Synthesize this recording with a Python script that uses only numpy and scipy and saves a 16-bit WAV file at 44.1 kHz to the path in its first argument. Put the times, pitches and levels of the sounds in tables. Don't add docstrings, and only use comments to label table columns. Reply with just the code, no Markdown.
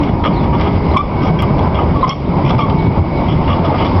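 import sys
import numpy as np
from scipy import signal
from scipy.fft import rfft, irfft
from scipy.io import wavfile
from scipy.ndimage import uniform_filter1d

SR = 44100
rng = np.random.default_rng(int(sys.argv[2]) if len(sys.argv) > 2 else 0)


def inscribe(sig):
    pcm = np.round(np.clip(np.atleast_2d(sig).T, -1, 1) * 32767)
    wavfile.write(sys.argv[1], SR, pcm.astype(np.int16))


N = 176400


def amp(db):
    return 10 ** (np.asarray(db) / 20)


def unit(x):
    return x / np.sqrt(np.mean(x ** 2) + 1e-20)


def add(mix, start_s, sound):
    part = mix[max(round(start_s * SR), 0):][:len(sound)]
    part += sound[:len(part)]


def seconds(length):
    return np.arange(int(length * SR)) / SR


def fader(points):
    return amp(np.interp(np.arange(N) / SR, *np.transpose(points)))


def wander(rate_hz):
    hz = np.fft.rfftfreq(N, 1 / SR)
    return unit(irfft(rfft(rng.standard_normal(N)) * np.exp(-(hz / rate_hz) ** 2), N))


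def noise(spectrum, patch_db=0):
    grid = signal.stft(rng.standard_normal(N), nperseg=512, noverlap=384)[2]
    patches = uniform_filter1d(rng.standard_normal(grid.shape), size=12, axis=0)
    patches = unit(uniform_filter1d(patches, size=14, axis=1))
    mottled = signal.istft(grid * amp(patch_db * patches), nperseg=512, noverlap=384)[1][:N]
    hz, db = np.transpose(spectrum)
    colour = amp(np.interp(np.log(np.fft.rfftfreq(N, 1 / SR) + 1), np.log(hz), db))
    return unit(irfft(rfft(mottled) * colour, N))


def burst(t, length, attack_s, fade_s):
    return np.minimum(t / attack_s, 1) * np.exp(-np.maximum(t - length, 0) / fade_s)


def low_pass(x, hz):
    return signal.oaconvolve(x, signal.firwin(255, hz, window=("kaiser", 8), fs=SR), "same")


def rolling_bed():
    # frequency in Hz, relative level in dB.
    rumble_colour = [(8, -24), (25, -12.5), (53, -4), (67, -3.5), (90, 0.5), (117, -5), (140, -1),
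                     (168, -1.5), (205, -5.5), (300, -10), (400, -11), (480, -29), (900, -57)]
    roar_colour = [(100, -12.5), (270, 2.5), (420, 0), (560, 2), (690, 0.5), (830, 1.5), (950, 1.5),
                   (1100, -3.5), (1250, -9.5), (1450, -15.5), (1800, -23), (2050, -16), (2230, -12.5),
                   (2400, -19.5), (2650, -26), (3500, -32), (6000, -55)]
    hiss_colour = [(300, -7.5), (2400, -0.5), (2850, 2.5), (3350, -1), (3600, -2.5), (4300, -6), (4950, 0),
                   (5300, -8.5), (5800, -22), (8000, -17)]
    # time in seconds, level in dB.
    rumble_ride = [(0, -12.5), (.7, -13), (.92, -11.5), (1.15, -12), (1.35, -13.5), (1.85, -11.5),
                   (2.2, -12.5), (2.4, -13.5), (3.0, -12), (3.13, -15), (3.3, -11.5), (4, -13)]
    roar_ride = [(0, -16.5), (.15, -21.5), (.5, -18.5), (.8, -19.5), (1.1, -17.5), (1.3, -18), (1.75, -17),
                 (2.0, -18.5), (2.2, -18.5), (2.45, -17), (2.8, -21), (3.05, -18.5), (3.3, -19.5),
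                 (3.45, -17), (3.7, -13.5), (4, -17)]
    hiss_ride = [(0, -40), (.2, -45.5), (.6, -39.5), (.8, -38.5), (1.7, -40.5), (2.2, -37.5), (2.5, -41.5),
                 (3.05, -39.5), (3.4, -38.5), (3.8, -34.5), (4, -35.5)]
    rumble = noise(rumble_colour, patch_db=0.47) * fader(rumble_ride)
    roar = noise(roar_colour, patch_db=1.8) * fader(roar_ride)
    hiss = noise(hiss_colour, patch_db=1.5) * fader(hiss_ride)
    return rumble + roar + hiss


def bogie_thuds():
    # start in seconds, pitch in Hz, level in dB.
    jolts = [(0, 288.6, -11.5), (.14, 86.6, -16.5), (.48, 70, -14), (0.739, 92.8, -6), (0.886, 84.3, -6),
             (1.294, 160.4, -3), (1.489, 147.5, -10), (1.731, 69.2, -12.5), (1.89, 170, -10),
             (2.281, 169.7, -6), (2.432, 139.4, -6.5), (2.541, 125.6, -5), (2.729, 158, -12.5),
             (2.86, 100, -4.5), (2.974, 88.7, -1), (3.32, 160.7, -10), (3.488, 96.3, -12.5),
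             (3.951, 91, -9)]
    out, t = np.zeros(N), seconds(.5)
    rise_s = 0.025
    swell = (t / rise_s * np.exp(1 - t / rise_s)) ** 2
    for (start, hz, db), phase in zip(jolts, rng.random(len(jolts))):
        add(out, start, amp(db) * swell * np.sin(2 * np.pi * (hz * t + phase)))
    return out


def wheel_ring(t, tilt_db):
    # pitch in Hz, relative level in dB, seconds to fall by 60 dB.
    wheel_modes = [(624, -5.5, 0.014), (974, -0.5, 0.048), (1121, 0, 0.056), (1219, -0.5, 0.046),
                   (1594, -12, 0.013), (1880, -12, 0.005), (2099, -6, 0.022), (2370, -6, 0.016),
                   (2753, -8, 0.012), (2942, -6, 0.037), (3160, -7, 0.03), (3287, -9.5, 0.033),
                   (3354, -5, 0.03), (5300, -24.5, 0.032)]
    hz, mode_db, t60 = np.transpose(wheel_modes)[:, :, None]
    pivot_hz, spread_db = 2310, 1.56
    detune, spread = rng.standard_normal((2, len(wheel_modes), 1))
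    modes = amp(-60 * t / t60) * np.sin(2 * np.pi * hz * (1 + 0.0052 * detune) * t)
    weight = amp(mode_db + tilt_db * np.log2(hz / pivot_hz) + spread_db * spread)
    polarity = rng.choice([-1, 1], hz.shape)
    return (weight * polarity * modes / np.linalg.norm(modes, axis=1, keepdims=True)).sum(0)


def wheel_clanks():
    # start in seconds, scrape length in seconds, relative level in dB,
    # treble trim in dB, tilt of the ring in dB per octave.
    hits = [(0.032, 0.011, -21.5, 8.5, 0), (0.049, 0.047, -38, 0.5, 0), (0.239, 0.013, -21, -6, -3),
            (0.255, 0.016, -16.5, -4.5, -5), (0.432, 0.013, -29, 5, 0), (0.527, 0.027, -26, -2, -7),
            (0.597, 0.023, -22.5, 0.5, -5.5), (0.636, 0.032, -27, 0.5, -6.5),
            (0.672, 0.0064, -24.5, 1, -1.5), (0.937, 0.011, -25, -1, -10), (0.969, 0.01, -18, -2, 10.5),
            (1.22, 0.06, -28.5, 10.5, -5), (1.389, .01, -14.5, 3, 3), (1.422, .008, -17.5, -11, -4),
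            (1.584, 0.0083, -26, 5, -4), (1.745, 0.0099, -19, -2, 4), (1.757, .02, -25, -4, -2.5),
            (1.788, 0.0072, -16, -8, -5), (1.81, 0.0094, -26.5, -2, -2.5), (2.042, 0.0045, -22, 6, -7),
            (2.076, .007, -22.5, 16.5, -7.5), (2.094, 0.016, -13, -5.5, -2.5),
            (2.449, 0.052, -24.5, 7, 1.5), (2.495, 0.014, -18.5, 1, -3.5), (2.581, .03, -21, 6, -5),
            (2.698, .008, -28.5, -5.5, -7.5), (2.821, 0.0089, -37, -9.5, 7), (3.284, 0.029, -22, 1, 2),
            (3.323, .006, -24, 5, -6), (3.477, 0.021, -22.5, -5, -4), (3.503, 0.028, -21.5, -1, -4.5),
            (3.646, 0.015, -16, 0, -0.5), (3.717, 0.038, -27, -3, -8.5), (3.783, 0.014, -21, -6, 0),
            (3.807, 0.015, -18, -5, -1), (3.848, 0.023, -19, 3.5, -1)]
    # frequency in Hz, relative level in dB.
    treble_colour = [(1000, -28), (3000, -9), (3600, -3), (4200, -13), (5200, 1.5), (5800, -7), (9000, -4)]
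    strike_db, ring_db, treble_db = 19, -6.5, -16
    out, t = np.zeros(N), seconds(.2)
    grit = unit(np.exp(0.47 * wander(rate_hz=310)))
    treble = noise(treble_colour)
    for start, length, db, trim_db, tilt_db in hits:
        here = (round(start * SR) + np.arange(len(t))) % N
        contact = burst(t, length, attack_s=0.0014, fade_s=.005) * grit[here]
        force = contact * rng.standard_normal(len(t))
        force[0] += amp(strike_db)
        add(out, start, amp(db + ring_db) * signal.fftconvolve(force, wheel_ring(t, tilt_db)))
        add(out, start, amp(db + treble_db + trim_db) * contact * treble[here])
    return out


def street_echo(x):
    t, t60_s = seconds(.5), 0.31
    tail = rng.standard_normal(len(t)) * amp(-60 * t / t60_s) * np.minimum(t / .01, 1)
    return signal.oaconvolve(x, tail / np.linalg.norm(tail))[:N]


def drive_whines():
    # start and length in seconds, first and last pitch in Hz, relative level in dB.
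    glides = [(.05, .72, 935, 950, -23), (.7, 1.35, 955, 1045, -29), (.45, .55, 400, 412, -25),
              (2.2, 1.0, 878, 897, -25), (2.95, 1.4, 890, 920, -25.5), (.45, .6, 2020, 2070, -40),
              (3.55, .5, 2090, 2150, -39), (.95, .6, 1510, 1560, -38), (1.45, .6, 1535, 1560, -42),
              (.55, .5, 2160, 2195, -41), (1.0, .45, 2200, 2255, -35), (1.4, 1.25, 2230, 2245, -43),
              (2.73, .24, 2230, 2240, -31), (2.85, .6, 2242, 2240, -38)]
    out = np.zeros(N)
    shake = wander(rate_hz=16)
    for start, length, from_hz, to_hz, db in glides:
        t = seconds(length)
        waver = 1 + .0015 * wander(rate_hz=30)[:len(t)]
        hz = np.interp(t, [0, length], [from_hz, to_hz]) * waver
        tremble = 1 + .25 * np.roll(shake, -round(start * SR))[:len(t)]
        swell = np.sin(np.pi * t / length) * tremble
        add(out, start, amp(db + 1.5) * swell * np.sin(2 * np.pi * np.cumsum(hz) / SR))
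    return out


def flange_squeaks():
    # start and length in seconds, level in dB, first and last pitch in Hz,
    # second and third harmonic in dB against the fundamental.
    slips = [(.25, 0.036, -17.5, 1200, 1205, -12, -24), (0.962, 0.011, -0.5, 1041, 1081, -26, -26),
             (0.969, 0.012, -6, 1155, 1150, -3.5, -14.5), (0.988, .026, -4, 1158, 1178, -18, -26.5),
             (1.955, 0.045, -17.5, 1130, 1102, -29, -26), (2.028, 0.022, -1, 1072, 1020, -28, -31),
             (2.066, 0.012, -9, 1105, 1052, -18.5, -24), (2.092, 0.017, -5.5, 1073, 1065, -8.5, -7.5),
             (2.111, .022, -15.5, 1078, 1115, -6.5, -5), (2.589, 0.017, -11.5, 1252, 1153, -13, -27.5),
             (2.607, 0.017, -21, 1077, 1090, -1, -2), (2.622, 0.032, -13.5, 1186, 1090, -15.5, -23)]
    # frequency in Hz, relative level in dB.
    snap_colour = [(3000, -44), (4500, -13), (4900, -23), (5350, 5.5), (5550, -3), (5700, -2.5),
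                   (6200, -21), (7500, -7.5), (12000, -5)]
    snap_at_s, snap_db = 2.092, -2.5
    out, t = np.zeros(N), seconds(.1)
    jitter, shake = wander(rate_hz=390), wander(rate_hz=270)
    for start, length, db, from_hz, to_hz, second_db, third_db in slips:
        here = round(start * SR) + np.arange(len(t))
        hz = np.interp(t, [0, length], [from_hz, to_hz]) * (1 + 0.018 * jitter[here])
        phase = 2 * np.pi * np.cumsum(hz) / SR
        harmonics_db = [0, second_db, third_db, third_db - 19, third_db - 19]
        tone = sum(amp(h) * np.sin(k * phase) for k, h in enumerate(harmonics_db, 1))
        envelope = burst(t, length, attack_s=0.0033, fade_s=.003) * np.exp(0.13 * shake[here])
        add(out, start, amp(db) * tone * envelope)
    snap = noise(snap_colour)[:len(t)] * burst(t, 0.0032, attack_s=.002, fade_s=0.0041)
    add(out, snap_at_s, amp(snap_db) * snap)
    return out


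def distant_bird():
    # start and length in seconds, top of the arch in Hz, relative level in dB.
    chirps = [(0.326, 0.03, 4530, -38), (0.355, 0.037, 4100, -33), (0.388, 0.029, 3630, -36),
              (.912, 0.018, 4240, -32.5), (2.006, 0.033, 3980, -33), (2.781, .03, 4000, -36),
              (3.16, 0.032, 4050, -38)]
    bend, jitter = .17, 0.029
    out = np.zeros(N)
    for start, length, top_hz, db in chirps:
        arch = np.sin(np.pi * seconds(length) / length)
        hz = top_hz * (1 - bend * (1 - arch) + jitter * wander(rate_hz=330)[:len(arch)])
        add(out, start, amp(db) * np.sqrt(arch) * np.sin(2 * np.pi * np.cumsum(hz) / SR))
    return .7 * out + .5 * street_echo(out)


def scene():
    clanks, squeaks = wheel_clanks(), flange_squeaks()
    echo = amp(-9.5) * street_echo(clanks + 0.67 * squeaks)
    tram = rolling_bed() + bogie_thuds() + drive_whines() + clanks + squeaks
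    return (tram + distant_bird() + echo)[None]


def limiter(x):
    threshold_db, recovery_db_per_s = -3.5, 38.5
    peak_db = 20 * np.log10(abs(x) + 1e-9)
    fall_db = np.arange(N) / SR * recovery_db_per_s
    held_db = np.maximum.accumulate(peak_db + fall_db) - fall_db
    over_db = np.maximum(held_db - threshold_db, 0)
    return x / amp(uniform_filter1d(over_db, size=60))


def record(dry):
    ceiling, tick_at_s = 0.744, 1.4235
    narrow = low_pass(limiter(dry[0]), hz=5840)
    out = np.clip(narrow, -ceiling, ceiling)
    add(out, tick_at_s, amp([-12]))
    return low_pass(out, hz=15850)[None]


dry = scene()
out = record(dry)
inscribe(out)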